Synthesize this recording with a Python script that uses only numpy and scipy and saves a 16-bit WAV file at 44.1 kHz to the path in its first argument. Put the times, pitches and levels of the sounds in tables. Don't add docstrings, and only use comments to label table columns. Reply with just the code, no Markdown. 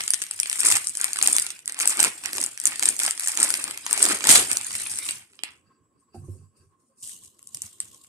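import sys
import numpy as np
from scipy import signal
from scipy.fft import rfft, irfft, next_fast_len
from scipy.io import wavfile
from scipy.ndimage import uniform_filter1d, map_coordinates

SR = 44100
rng = np.random.default_rng(int(sys.argv[2]) if len(sys.argv) > 2 else 0)


def bounce(signal):
    frames = np.transpose(np.atleast_2d(signal))
    limited = np.clip(frames, -1, 1)
    pcm = np.round(limited * 32767).astype(np.int16)
    wavfile.write(sys.argv[1], SR, pcm)


N = 356328


def amp(db):
    return 10 ** (np.asarray(db) / 20)


def unit(x):
    return x / np.sqrt(np.mean(x ** 2) + 1e-20)


def along(points, hz):
    point_hz, value = np.transpose(points)
    return np.interp(np.log(hz + 1), np.log(point_hz + 1), value)


def curves(rows):
    s, *columns = np.transpose(rows)
    return np.array([np.interp(np.arange(N) / SR, s, column) for column in columns])


def wobble(rate):
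    knots = rng.standard_normal(int(N * rate / SR) + 4)
    return map_coordinates(knots, [np.arange(N) * rate / SR])


def swells(rows, rise, fall):
    t, rows = np.arange(0, N / SR + .01, .001), np.array(rows)
    start = rows[:, :1]
    end = start + np.abs(rows[:, 1:2])
    shape = amp(-rise * np.maximum(start - t, 0) - fall * np.maximum(t - end, 0))
    gains = amp(rows[:, 2:]).T @ shape
    return np.array([np.interp(np.arange(N) / SR, t, gain) for gain in gains])


def filtered(x, response):
    m = 2 * next_fast_len((N + SR // 2) // 2)
    return irfft(rfft(x, m) * response(np.fft.rfftfreq(m, 1 / SR)), m)[..., :N]


def colour(spectrum):
    def response(hz):
        cepstrum = irfft(np.log(amp(along(spectrum, hz))))
        cepstrum = cepstrum * np.r_[1, np.full(len(hz) - 2, 2), 1, np.zeros(len(hz) - 2)]
        log_gain = rfft(cepstrum)
        return unit(np.abs(np.exp(log_gain))) * np.exp(1j * log_gain.imag)
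    return response


def pair(alike):
    a, b = rng.standard_normal((2, N))
    angle = np.arccos(np.clip(alike, 0, 1)) / 2
    return np.array([np.cos(angle) * a + np.sin(angle) * b, np.cos(angle) * a - np.sin(angle) * b])


def patchy(x, depth_db):
    z = signal.stft(x, nperseg=512)[2]
    field = uniform_filter1d(rng.standard_normal(z.shape[1:]), 4, 0)
    field = uniform_filter1d(field, 8, 1)
    return unit(signal.istft(z * amp(depth_db * unit(field)), nperseg=512)[1][:, :N])


GRIT_DB, GRIT_PER_S = 4, 200


def gritty(x):
    return unit(x * amp(GRIT_DB * wobble(GRIT_PER_S)))


def clicks(s, gain, pan_db, hz, tone, t60, alike, size=256):
    draw = rng.standard_normal((len(s), 2 * size + 3))
    a, b = draw[:, 3:size + 3], draw[:, size + 3:]
    t = np.arange(size) / SR
    life = t / (t60 * np.exp(.25 * draw[:, :1]))
    shape = amp(-60 * life) * (1 - np.exp(-life / .12)) ** 2 * gain[:, None]
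    noise_size = np.linalg.norm(a * shape, axis=1, keepdims=True) + 1e-20
    shape *= np.linalg.norm(shape, axis=1, keepdims=True) / noise_size
    alike = np.clip(alike, 0, 1)
    ringing = tone * np.sin(2 * np.pi * hz[:, None] * t + 4 * draw[:, 2:3])
    left = (a + ringing) * shape * amp(pan_db / 2)[:, None]
    right = (alike * a + np.sqrt(1 - alike ** 2) * b + ringing) * shape * amp(-pan_db / 2)[:, None]
    lag = np.round(SR * (.00014 + .00003 * draw[:, 1])).astype(int)
    first = np.round(s * SR).astype(int) - shape.argmax(axis=1)
    at = first[:, None] + np.arange(size) + size
    ears = [(at + lag[:, None], left), (at, right)]
    return np.array([np.bincount(i.ravel(), w.ravel(), N + SR)[size:N + size] for i, w in ears])


def crackle(spread_db, mid_hz, tone, t60, count, size=192):
    draw = rng.random((count, 4))
    clump = np.cumsum(amp(5 * wobble(45)))
    s = np.searchsorted(clump, draw[:, 0] * clump[-1]) / SR
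    gain = amp(-spread_db * np.log(draw[:, 1] + 0.015))
    pan_db = 8 * (draw[:, 2] - .5)
    hz = mid_hz * 2 ** (1.87 * (draw[:, 3] - .5))
    return unit(clicks(s, gain, pan_db, hz, tone, t60, 0.9, size=size))


# pitch_hz [Hz], t60_s [s]
KITCHEN_DECAY = [(200, 0.23), (1000, 0.2), (3000, 0.29), (5500, 0.031), (8000, 0.092), (14000, 0.13)]


def kitchen(x, size=12000):
    out = np.zeros((2, N + 2 * SR))
    for i in range(0, N, size):
        hz, t, z = signal.stft(rng.standard_normal((2, SR // 2)), SR, nperseg=256)
        decay = amp(-60 * t / along(KITCHEN_DECAY, hz)[:, None])
        tail = signal.istft(z * decay, SR, nperseg=256)[1]
        wet = signal.fftconvolve(x[:, i:i + size], tail / np.linalg.norm(tail[0]), axes=1)
        out[:, i + 250:i + 250 + wet.shape[1]] += wet
    return out[:, :N]


# time_s [s], level_db [dB]
WHINE_LEVEL = [(5.45, -100), (5.6, -76), (6.2, -83), (6.5, -76), (6.7, -105)]


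def whine():
    return amp(curves(WHINE_LEVEL) + 2.7 * wobble(32)) * np.sin(2 * np.pi * 7730 * np.arange(N) / SR)


# start_s [s], hold_s [s], level_db [dB]
FIZZ_BURSTS = [(6.0, 0.011, -74), (6.15, 0.013, -55.5), (6.25, 0.12, -64.5), (6.57, 0.023, -65.5),
               (6.8, 0.046, -72), (6.98, 0.048, -59.5)]
FIZZ_RISE_DB_PER_S, FIZZ_FALL_DB_PER_S, FIZZ_REST_DB = 2000, 155, -85


def fizz():
    bursts = swells(FIZZ_BURSTS, FIZZ_RISE_DB_PER_S, FIZZ_FALL_DB_PER_S) + amp(FIZZ_REST_DB)
    return bursts * amp(2 * wobble(25)) * filtered(patchy(pair(0), 4), colour(FILM_COLOUR))


# time_s [s], rumble_db [dB], song_db [dB]
SIMMER_LEVELS = [(5.3, -72.5, -83.5), (5.72, -67.5, -76.5), (5.9, -72.5, -78), (6.19, -73, -72.5),
                 (6.31, -59, -71), (6.45, -73, -75), (6.9, -72.5, -76), (8.08, -69.5, -72)]
# pitch_hz [Hz], relative level_db [dB per Hz]
RUMBLE_COLOUR = [(24, -52.5), (40, -18.5), (85, 0.5), (150, -4), (240, -3.5), (350, -4), (480, -10),
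                 (900, -27), (1400, -27.5), (1900, -29.5), (3000, -30.5), (4700, -42), (6000, -37.5),
                 (14000, -43.5), (14600, -61)]
BUBBLES, BUBBLE_HZ, BUBBLE_DB = 260, 310, -6.5


def simmer():
    rumble_db, song_db = curves(SIMMER_LEVELS)
    rumble = amp(rumble_db + 1.5 * wobble(12)) * filtered(patchy(pair(.7), 2.5), colour(RUMBLE_COLOUR))
    band = lambda f: 1j * f * 40 / (1077 ** 2 - f * f + 1j * f * 40)
    song = amp(song_db + 4 * wobble(35)) * unit(filtered(pair(0.13), band))
    s, octaves, strength = rng.random((BUBBLES, 3)).T
    hz = BUBBLE_HZ * 2 ** (1.6 * (octaves - .5))
    blips = clicks(s * (N / SR - .1), amp(-12 * strength), 0 * s, hz, 6, .08, .7, size=3072)
    blips = amp(rumble_db + BUBBLE_DB) * unit(filtered(blips, lambda f: f < 900))
    return rumble + song + blips


# start_s [s], hold_s [s], low_modes_db [dB], high_modes_db [dB]
WALL_HUMS = [(5.664, 0.093, -76, -78.5), (5.954, .06, -86, -85.5), (6.146, 0.013, -70, -64),
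             (6.38, 0.06, -84, -79), (6.566, 0.055, -75.5, -74), (6.923, 0.0403, -90, -87)]
# pitch_hz [Hz], width_hz [Hz], relative level_db [dB]
WALL_MODES = [
    [(1290, 37, 0.5), (1564, 53, -0.5)],
    [(2668, 89, -3), (4670, 110, 2)],
]


def hums():
    def wall(modes):
        return lambda f: sum(amp(db) * 1j * f * width / (hz * hz - f * f + 1j * f * width)
                             for hz, width, db in modes)

    out = 0
    for gain, modes in zip(swells(WALL_HUMS, 598.4, 250), WALL_MODES):
        out = out + gain * amp(3 * wobble(59)) * unit(filtered(pair(0.41), wall(modes)))
    return out


def ring(modes, t, attack_s):
    out = 0
    for hz, db, t60 in modes:
        fade = amp(db + 2 * rng.normal() - 60 * t / t60)
        out = out + fade * np.sin(2 * np.pi * hz * (1 + rng.normal() / 40) * t)
    return out * (1 - np.exp(-t / attack_s))


# pot_body_db [dB], pot_rim_db [dB], table_overtone_db [dB]
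BLOWS = [(6.144, -40, 6, 9, -5), (6.154, -44, 6, 11, -1), (6.163, -38, -2, 2, -3),
         (6.175, -31.5, -13, -28, -1.5), (6.215, -40, -7, -17, 10), (6.238, -42, -3, -15, 5.5),
         (6.282, -18.5, -13, -38, -11.5), (6.358, -39, -9, -44, -3), (6.385, -36, -16, -33, -3),
         (6.42, -41, -22, -19, 2), (6.596, -45, -22, -26, -9), (6.657, -45.5, -25, -31.5, -7)]
# pitch_hz [Hz], level_db [dB], t60_s [s]
TABLE_MODES = [
    [(96, 2, 0.13)],
    [(145.5, 0, 0.11)],
]
# pitch_hz [Hz], level_db [dB], t60_s [s]
POT_MODES = [
    [(248, -8, 0.094), (354, -6, 0.089), (504, -17.5, 0.065)],
    [(740, -13, 0.063), (782, -11, 0.054), (1404, -32, 0.049)],
]


def bumps():
    out, t = np.zeros(N + SR), np.arange(SR // 2) / SR
    for s, db, body_db, rim_db, over_db in BLOWS:
        knock = amp(body_db) * ring(POT_MODES[0], t, 0.0032) + amp(rim_db) * ring(POT_MODES[1], t, 0.0029)
        boom = ring(TABLE_MODES[0], t, 0.032) + amp(over_db) * ring(TABLE_MODES[1], t, 0.02)
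        out[round(s * SR):][:len(t)] += amp(db + 1.5) * (boom + knock)
    return out[:N] * amp([[-.8], [.8]])


# start_s [s], hold_s [s], level_db [dB]
PULLS = [(4.288, 0.067, -13)]
# pitch_hz [Hz], relative level_db [dB per Hz]
RASP_COLOUR = [(300, -29), (700, -14), (2200, -18), (3300, -11.5), (5500, -13), (8500, -1.5), (10500, -11),
               (14000, -25), (15500, -49)]
PULL_RISE_DB_PER_S, PULL_FALL_DB_PER_S = 1997, 221.5


def pull():
    gain = swells(PULLS, PULL_RISE_DB_PER_S, PULL_FALL_DB_PER_S)
    return filtered(gain * gritty(pair(0.11)), colour(RASP_COLOUR))


# pitch_hz [Hz], relative level_db [dB per Hz]
BOOM_COLOUR = [(20, -43.5), (50, -24.5), (70, -13.5), (95, -7), (145, -12.5), (220, -12.5), (500, -72)]


def shaken_table(gain):
    return filtered(gain * amp(3 * wobble(20)) * pair(.95), colour(BOOM_COLOUR))


# pitch_hz [Hz], relative level_db [dB per Hz]
BULK_COLOUR = [(90, -29), (160, -6.5), (320, 5.5), (520, -1), (800, 0.5), (1300, -20), (2500, -74.5)]
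PUFF_DB = -21


def shaken_bulk(gain, rung):
    shaken = unit(pair(.7) + .3 * crackle(2, 380, 1, .02, count=1200, size=768))
    return filtered(gain * shaken + amp(PUFF_DB) * rung, colour(BULK_COLOUR))


# pitch_hz [Hz], relative level_db [dB per Hz]
EMPTY_COLOUR = [(1200, -48), (2450, -34.5), (2800, -10.5), (4500, -13), (6000, -8.5), (8300, -0.5),
                (11000, -11), (13800, -15.5), (15500, -43.5)]


def empty_rustle(grip, empty):
    return filtered(grip * empty * gritty(patchy(pair(.3), 3)), colour(EMPTY_COLOUR))


# pitch_hz [Hz], relative level_db [dB per Hz]
PANEL_COLOUR = [(350, -26.5), (600, -15), (1200, -5.5), (2400, -0.5), (3600, -2.5), (5000, -1.5),
                (7000, -24.5), (11000, -82)]
RASP_DB = -10
SNAP_LOW_HZ = 694


def panels(gain, grip, empty_db, rung):
    faces = gain * crackle(2.7, 1400, .7, 0.009, count=3000, size=384)
    faces = faces + grip * amp(RASP_DB + empty_db) * gritty(patchy(pair(.4), 5))
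    faces = faces + filtered(rung, lambda f: (1j * f / (SNAP_LOW_HZ + 1j * f)) ** 2)
    return filtered(faces, colour(PANEL_COLOUR))


# pitch_hz [Hz], relative level_db [dB per Hz]
FILM_COLOUR = [(1600, -54), (2500, -19.5), (3400, -25), (5000, -8), (6500, -5.5), (8660, 5), (10500, -5.5),
               (12600, -15.5), (14100, -17.5), (14700, -36.5), (16000, -60)]


def film(gain, grip, empty, snapped):
    sound = gain * crackle(3.2, 8000, .4, .0045, count=5500) + snapped
    sound = sound + grip * ~empty * gritty(patchy(pair(.1), 4))
    return filtered(sound, colour(FILM_COLOUR))


# start_s [s], level_db [dB, before the drives below],
# panel_share_db [dB over that level], panel_pitch_hz [Hz], left_over_right_db [dB]
CREASE_SNAPS = [(0.0054, -14, -6.5, 2090, 5.5), (0.0364, -17, -17.5, 1280, 10.5),
                (0.0775, -9.5, -14.5, 3150, 1.5), (0.104, -3, -23.5, 2330, -1.5),
                (0.135, -8, -12.5, 3470, 4), (0.141, -9.5, -14.5, 2000, 9.5),
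                (0.2171, -12.5, -13, 2700, -2.5), (0.2209, -13, -13, 1910, 9.5),
                (0.237, -17, -14.5, 2300, 4), (0.2648, -25, -8.5, 3100, 2), (0.31, -16, -11, 2700, 4),
                (0.336, -25.5, -31.5, 2820, 3), (0.39, -26.5, -5, 2580, -2), (0.399, -1.5, -27.5, 2300, 2),
                (0.4305, -15, -9.5, 2400, 10), (0.457, -19.5, -7, 2860, -4), (0.4966, -9.5, -20, 2770, 1.5),
                (0.513, -22.5, -4, 2020, 7), (0.5275, -11, -15, 3060, 9.5), (0.5566, -14, -26, 2650, 6.5),
                (0.585, -21.5, -13.5, 1560, 2), (0.593, -9, -28, 2230, 2.5),
                (0.6033, -3.5, -27.5, 1890, 9.5), (0.6598, -6.5, -29.5, 2240, 9),
                (0.668, -6, -20.5, 2200, -5.5), (0.683, -8.5, -21.5, 2010, 4.5), (0.6865, -9, -19, 2010, 8),
                (0.701, -8, -14, 2100, 2), (0.7134, -12, -16, 2200, 4.5), (0.7217, 0.5, -16, 1830, 5),
                (0.7252, -8.5, -22.5, 1200, 6), (0.758, -9.5, -15.5, 1700, 5.5),
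                (0.767, -7, -13.5, 1740, -5.5), (0.842, -22, -16.5, 1990, 9.5),
                (0.845, -19.5, -33, 2000, 4.5), (0.87, -7.5, -28, 2290, 6), (0.951, -16, -19.5, 1640, -1),
                (0.9704, -11.5, -24.5, 3420, 3.5), (0.9981, -18, -30.5, 2140, 1.5),
                (1.012, -5, -26.5, 1800, 3.5), (1.042, -5, -15.5, 1840, 8), (1.0807, -21, -14, 2030, 2.5),
                (1.131, -6, -24, 1880, 3), (1.158, -13, -11.5, 1440, 1.5), (1.169, -14, -13, 1610, 0),
                (1.031, -19.5, -13.5, 1800, -1), (1.187, -12.5, -11.5, 1200, -0.5),
                (1.2125, -16.5, -2.5, 1690, 0.5), (1.225, -2.5, -24, 1700, 5), (1.2337, -8.5, -16, 1940, 3),
                (1.258, -10.5, -25, 1900, 3), (1.262, -12, -8.5, 2020, -1), (1.273, 3, -29, 1960, 1),
                (1.2826, -9.5, -10, 740, 1), (1.3258, -6.5, -28, 2230, 6), (1.329, -4.5, -31.5, 797, -3),
                (1.3498, -23.5, -11.5, 1900, 1.5), (1.3643, 0, -58.5, 1940, -1),
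                (1.3822, -3.5, -13, 1900, 4), (1.3967, -7, -46.5, 1800, 0.5),
                (1.419, -12.5, -31, 1780, 0.5), (1.4224, -8, -25.5, 1440, -0.5),
                (1.4645, -12.5, -12.5, 2200, -3), (1.503, -15.5, -13.5, 3440, -1),
                (1.5903, -30.5, -11, 2470, -2), (1.6568, -17.5, -31, 2170, -2),
                (1.6765, -8.5, -22.5, 1970, -3.5), (1.721, -15.5, -27, 1870, -4),
                (1.7435, -22.5, -14, 2470, -2), (1.695, -19.5, -10.5, 1920, 3),
                (1.767, -26.5, -19, 1850, 0.5), (1.7886, -13.5, -17, 840, 5.5),
                (1.7997, -7.5, -17.5, 1950, -0.5), (1.8065, -15, -9, 2160, 10.5),
                (1.8552, -10, -15.5, 795, 5.5), (1.8737, 2, -26, 3258, 5.5), (1.895, -10.5, -24, 1370, 7.5),
                (1.924, -18, -10.5, 1390, 3.5), (1.97, -16, -27, 1040, 1.5), (1.9923, -16, -9.5, 790, 3),
                (1.998, -7.5, -8, 930, -1), (2.0016, 0.5, -23, 2140, -3.5), (2.028, 4, -22.5, 1780, 3.5),
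                (2.0392, -1.5, -14, 1340, -0.5), (2.046, -3.5, -13.5, 1000, 0.5),
                (2.2371, -18, -20, 1820, 1.5), (2.2571, -11, -17, 2020, -11), (2.3306, -11.5, -15, 1660, 0),
                (2.361, -14, -18, 1640, -2), (2.369, -14, -18.5, 1640, -0.5), (2.401, -15.5, -26, 2000, 0),
                (2.381, -9.5, -14.5, 990, 4), (2.413, -10, -30, 2060, -5), (2.427, -13, -13.5, 2260, 4),
                (2.438, -6, -27, 2230, 2), (2.461, -13, -28, 3280, 8.5), (2.5747, -17.5, -17, 1710, 1),
                (2.599, -12, -45.5, 2380, 8.5), (2.614, -20.5, -34.5, 1780, -4.5),
                (2.6378, -15, -34, 2440, 11), (2.654, 0.5, -31, 2170, -2), (2.6681, -5, -26, 1940, -7.5),
                (2.6726, -6.5, -24, 2010, 12), (2.757, -25, -3.5, 1900, 3), (2.794, -8.5, -20.5, 1400, 3),
                (2.825, -4.5, -12, 1850, -4), (2.832, -8.5, -17.5, 780, 0.5), (2.872, -21, -14, 1800, -1.5),
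                (2.855, -4, -17, 1770, 3.5), (2.877, -14, -9.5, 1810, 2.5), (2.887, -1, -41, 1730, 2),
                (2.964, -17.5, -31, 1300, -2), (2.9908, -7, -23, 2240, -3.5), (2.999, -7.5, -16, 2160, -2),
                (3.017, -20, -10, 1100, 1.5), (3.033, -4.5, -27, 1903, -0.5), (3.041, -16, -15, 1850, 0),
                (3.049, -12.5, -11.5, 1000, -0.5), (3.089, -17, -21, 2000, 2),
                (3.0623, -6.5, -27, 2150, -1), (3.0777, -15, -5.5, 765, 3.5),
                (3.108, -5.5, -18.5, 3020, 2.5), (3.176, -19, -13.5, 1990, -7),
                (3.1954, -10, -17, 1780, 2.5), (3.206, -16, -22, 1490, 3.5), (3.234, -15.5, -19, 1830, 1),
                (3.2605, -16.5, -13, 2000, 0.5), (3.273, -6.5, -25, 1810, -2.5),
                (3.2823, -13.5, -19.5, 1820, 4.5), (3.3165, -13.5, -24, 1920, -3),
                (3.3728, -4.5, -17.5, 1785, -3.5), (3.4, -10.5, -14, 1770, 9),
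                (3.407, -12.5, -16, 1880, -6.5), (3.416, -12, -13.5, 1930, 4), (3.4285, 4, -37, 1780, -4),
                (3.503, -6, -18.5, 1430, 2), (3.539, -5, -15, 1970, 3), (3.5508, -18.5, -7, 3220, -2),
                (3.6394, -11.5, -18.5, 1410, 7.5), (3.678, -16.5, -15.5, 860, -3),
                (3.7089, -15.5, -12.5, 3050, 2.5), (3.7741, -16, -15, 3150, 3), (3.8637, -9, -14, 1020, 3),
                (3.909, -11, -17, 1720, 4), (3.928, -2, -22.5, 900, 9.5), (3.9757, -11.5, -12.5, 740, 2),
                (3.9924, -13.5, -20.5, 1850, -2.5), (4.02, -8.5, -11, 1200, -1),
                (4.0263, 2, -25, 1990, 2.5), (4.04, -4, -20, 1920, 4), (4.052, -1, -18.5, 2720, -0.5),
                (4.062, -9, -13, 1300, 1), (4.12, -7.5, -18.5, 1270, 2), (4.206, -22.5, -4, 1050, 0.5),
                (4.23, -21.5, -22, 2000, -2.5), (4.2398, -6.5, -12, 1473, 2), (4.251, -11, -11, 800, 4.5),
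                (4.2697, -0.5, -18, 2320, 7), (4.272, -7.5, -12.5, 895, 2), (4.2898, 2, -12.5, 1268, -2.5),
                (4.303, 1, -10, 2600, 1), (4.316, -0.5, -18, 2200, -3.5), (4.363, -6, -14.5, 2300, 1.5),
                (4.378, -8.5, -20.5, 2280, -1), (4.3565, 3, -9, 3267, 2), (4.514, -7, -17.5, 2460, -3),
                (4.5294, -12, -22.5, 950, 15), (4.569, -4, -19.5, 2840, -1), (4.611, -16, -16, 2340, 2),
                (4.645, -18, -24.5, 2800, -3), (4.666, -13.5, -25, 2450, -1.5), (4.706, -22, -8, 2000, -5),
                (4.715, -25, -20, 2500, 1), (4.738, -19, -24, 2540, -5.5), (4.896, -21.5, -20.5, 2470, 3),
                (4.7514, -14, -12.5, 2740, 3.5), (4.937, -19, -16.5, 2600, 0.5),
                (4.9567, -22, -21, 2610, 0.5), (4.965, -20, -24, 2600, -0.5), (4.972, -19.5, -19, 2600, -1),
                (4.986, -13, -14.5, 2820, 0.5), (5.088, -15.5, -4.5, 2760, 0.5),
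                (5.108, -12.5, -23, 2890, -4.5), (5.39, -57.5, 18, 3040, -26),
                (5.4343, -13.5, -6.5, 3440, 2.5), (7.031, -25, -42, 3280, 6), (7.035, -26, -39, 3280, 0),
                (7.047, -31, -36, 3200, -5), (7.067, -42, -36, 3200, 2), (7.15, -41, -34, 3200, -0.5),
                (7.074, -26, -25, 2780, 8.5), (7.093, -30, -16, 3280, 13), (7.114, -31.5, -31, 2930, -2.5),
                (7.236, -38, -22, 3050, 12.5), (7.2475, -36.5, -24, 3210, 1), (7.3913, -36.5, -18, 1226, 6),
                (7.427, -32, -27, 1280, 2), (7.471, -27, -46, 1320, 4.5), (7.4889, -39, -25, 713, 6),
                (7.5456, -21, -23, 1800, -2.5), (7.5699, -24.5, -21, 2980, -5), (7.6182, -15, -41, 2540, 3),
                (7.626, -39, -18, 2500, -6), (7.634, -34, -16, 2600, -2), (7.8015, -15.5, -16.5, 3080, 2.5),
                (7.9443, -35, -19, 3240, -1), (8.045, -39.5, -13, 1080, -5)]
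BUCKLE_S = .0014
INTO_FILM_DB, INTO_PANELS_DB = 9.5, 13.5
FILM_HZ, FILM_OCTAVES = 8000, 1.1
RINGS_HZ = 650


def snaps():
    s, db, share_db, hz, pan_db = np.transpose(CREASE_SNAPS)
    peak_s = s + BUCKLE_S
    click_hz = FILM_HZ * 2 ** (FILM_OCTAVES * (rng.random(len(s)) - .5))
    snapped = clicks(peak_s, amp(db + INTO_FILM_DB), pan_db, click_hz, .5, .0037, .9)
    panel_gain = amp(db + share_db + INTO_PANELS_DB)
    rung = clicks(peak_s, panel_gain, pan_db / 2, hz, RINGS_HZ / hz[:, None], .0085, .5, size=448)
    return snapped, rung


# start_s [s], hold_s [s], crackle_db [dB], panels_db [dB], bulk_db [dB], table_db [dB]
HAND_SQUEEZES = [(0.0, 0.0048, -28.5, -47, -62.5, -63), (0.12, 0.081, -43.5, -64.5, -78, -77),
                 (0.4, 0.0068, -36.5, -56.5, -84, -68), (0.48, 0.042, -31, -49.5, -79.5, -91),
                 (0.59, 0.065, -31.5, -38.5, -60.5, -86), (0.655, 0.1, -21.5, -34, -51, -55.5),
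                 (0.885, 0.0066, -28.5, -66, -80, -63), (1.0, 0.1, -37, -43, -64, -72),
                 (1.225, 0.12, -28.5, -37.5, -51.5, -72), (1.68, 0.15, -70.5, -50.5, -67, -77.5),
                 (1.815, 0.092, -28, -36, -54, -70.5), (1.995, 0.068, -28.5, -33.5, -44, -60.5),
                 (2.25, 0.024, -38.5, -39.5, -57, -65.5), (2.35, 0.1, -34, -43, -52.5, -67.5),
                 (2.655, 0.066, -36.5, -41.5, -58.5, -65.5), (2.83, 0.085, -32, -42.5, -52, -65.5),
                 (3.01, 0.061, -28.5, -39.5, -55, -71), (3.25, 0.035, -26, -36.5, -74, -77.5),
                 (3.39, 0.059, -24, -32.5, -45.5, -70.5), (3.52, 0.22, -41, -44.5, -57, -69.5),
                 (3.915, 0.006, -40, -31.5, -51.5, -66), (4.02, 0.11, -22.5, -31.5, -41, -63.5),
                 (4.245, 0.0065, -38.5, -35, -46.5, -66.5), (4.3, 0.095, -29, -31, -38, -43),
                 (4.51, 0.01, -29.5, -37.5, -46.5, -56.5), (4.6, 0.62, -57.5, -61, -87.5, -70),
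                 (4.7, 0.015, -40, -70, -66, -75), (4.745, 0.009, -38.5, -69.5, -79, -75),
                 (4.785, 0.033, -39.5, -57, -68, -75), (4.9, 0.024, -36, -57, -74, -56),
                 (5.065, 0.022, -36, -62, -77, -78), (5.335, 0.012, -57, -63, -94, -96),
                 (5.45, 0.038, -52.5, -54, -75, -76), (5.53, 0.043, -71, -74, -98, -95),
                 (7.04, 0.071, -43.5, -76, -100, -73), (7.23, 0.015, -47.5, -90, -95, -67.5),
                 (7.55, 0.015, -61, -80, -73, -63.5), (7.64, 0.0093, -53, -57.5, -96.5, -63),
                 (7.82, 0.026, -53, -63, -83, -64), (7.95, 0.0099, -55, -99, -74.5, -83)]
# time_s [s], rustle_db [dB]
HAND_GRIP = [(0.0, -39), (0.43, -43.5), (0.65, -44), (0.81, -40), (1.01, -45), (1.3, -31.5), (1.5, -37.5),
             (1.71, -67), (1.92, -37), (2.2, -43), (2.38, -42), (2.55, -45.5), (2.7, -40), (2.9, -41.5),
             (3.28, -40), (3.5, -31), (3.75, -45.5), (4.08, -29), (4.2, -38), (4.28, -24), (4.4, -22.5),
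             (4.47, -36.5), (5.08, -34.5), (5.16, -39.5), (5.4, -87.5), (5.5, -120), (7.015, -120),
             (7.025, -40), (7.156, -47), (7.36, -66.5), (7.53, -54.5), (7.55, -46), (7.614, -54),
             (7.624, -43.5), (7.797, -59.5), (7.808, -47.5), (8.08, -59.5)]
# crackle, panels, bulk, table [all dB]
GRIP_SHARES = [-30.5, -22, -31.5, -34.5]
RISE_DB_PER_S, FALL_DB_PER_S = 453.5, 302.5
EMPTIED_S, EMPTY_DB = 5.5, -19


def packet():
    grip = amp(curves(HAND_GRIP))
    empty = np.arange(N) / SR > EMPTIED_S
    empty_db = empty * EMPTY_DB
    shares_db = np.c_[GRIP_SHARES] + np.zeros(N)
    shares_db[1] += empty_db
    squeezes = swells(HAND_SQUEEZES, RISE_DB_PER_S, FALL_DB_PER_S)
    crease_gain, panel_gain, bulk_gain, table_gain = squeezes + grip * amp(shares_db)
    snapped, rung = snaps()
    creases = film(crease_gain, grip, empty, snapped) + panels(panel_gain, grip, empty_db, rung)
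    creases = creases + empty_rustle(grip, empty)
    low = shaken_bulk(bulk_gain, rung) + shaken_table(table_gain)
    return creases, low * amp([[-.8], [.8]])


def scene():
    background = simmer() + fizz() + whine() + hums()
    knocks = bumps()
    creases, low = packet()
    creases = creases + pull()
    room = amp(-9.5) * (kitchen(creases) + kitchen(knocks))
    return background + knocks + low + creases + room


# pitch_hz [Hz], left_over_right_db [dB]
PORT_BALANCE = [(2500, -2), (4500, 0), (6500, -5), (8500, 1), (11000, 6), (14000, -0.5)]
TOP_HZ = 15600


def record(dry):
    ports = filtered(dry, lambda hz: amp(along(PORT_BALANCE, hz) * np.array([[.5], [-.5]])))
    clipped = ports / (1 + np.abs(ports) ** 8) ** (1 / 8)
    return filtered(clipped, lambda hz: hz < TOP_HZ)


dry = scene()
out = record(dry)
bounce(out)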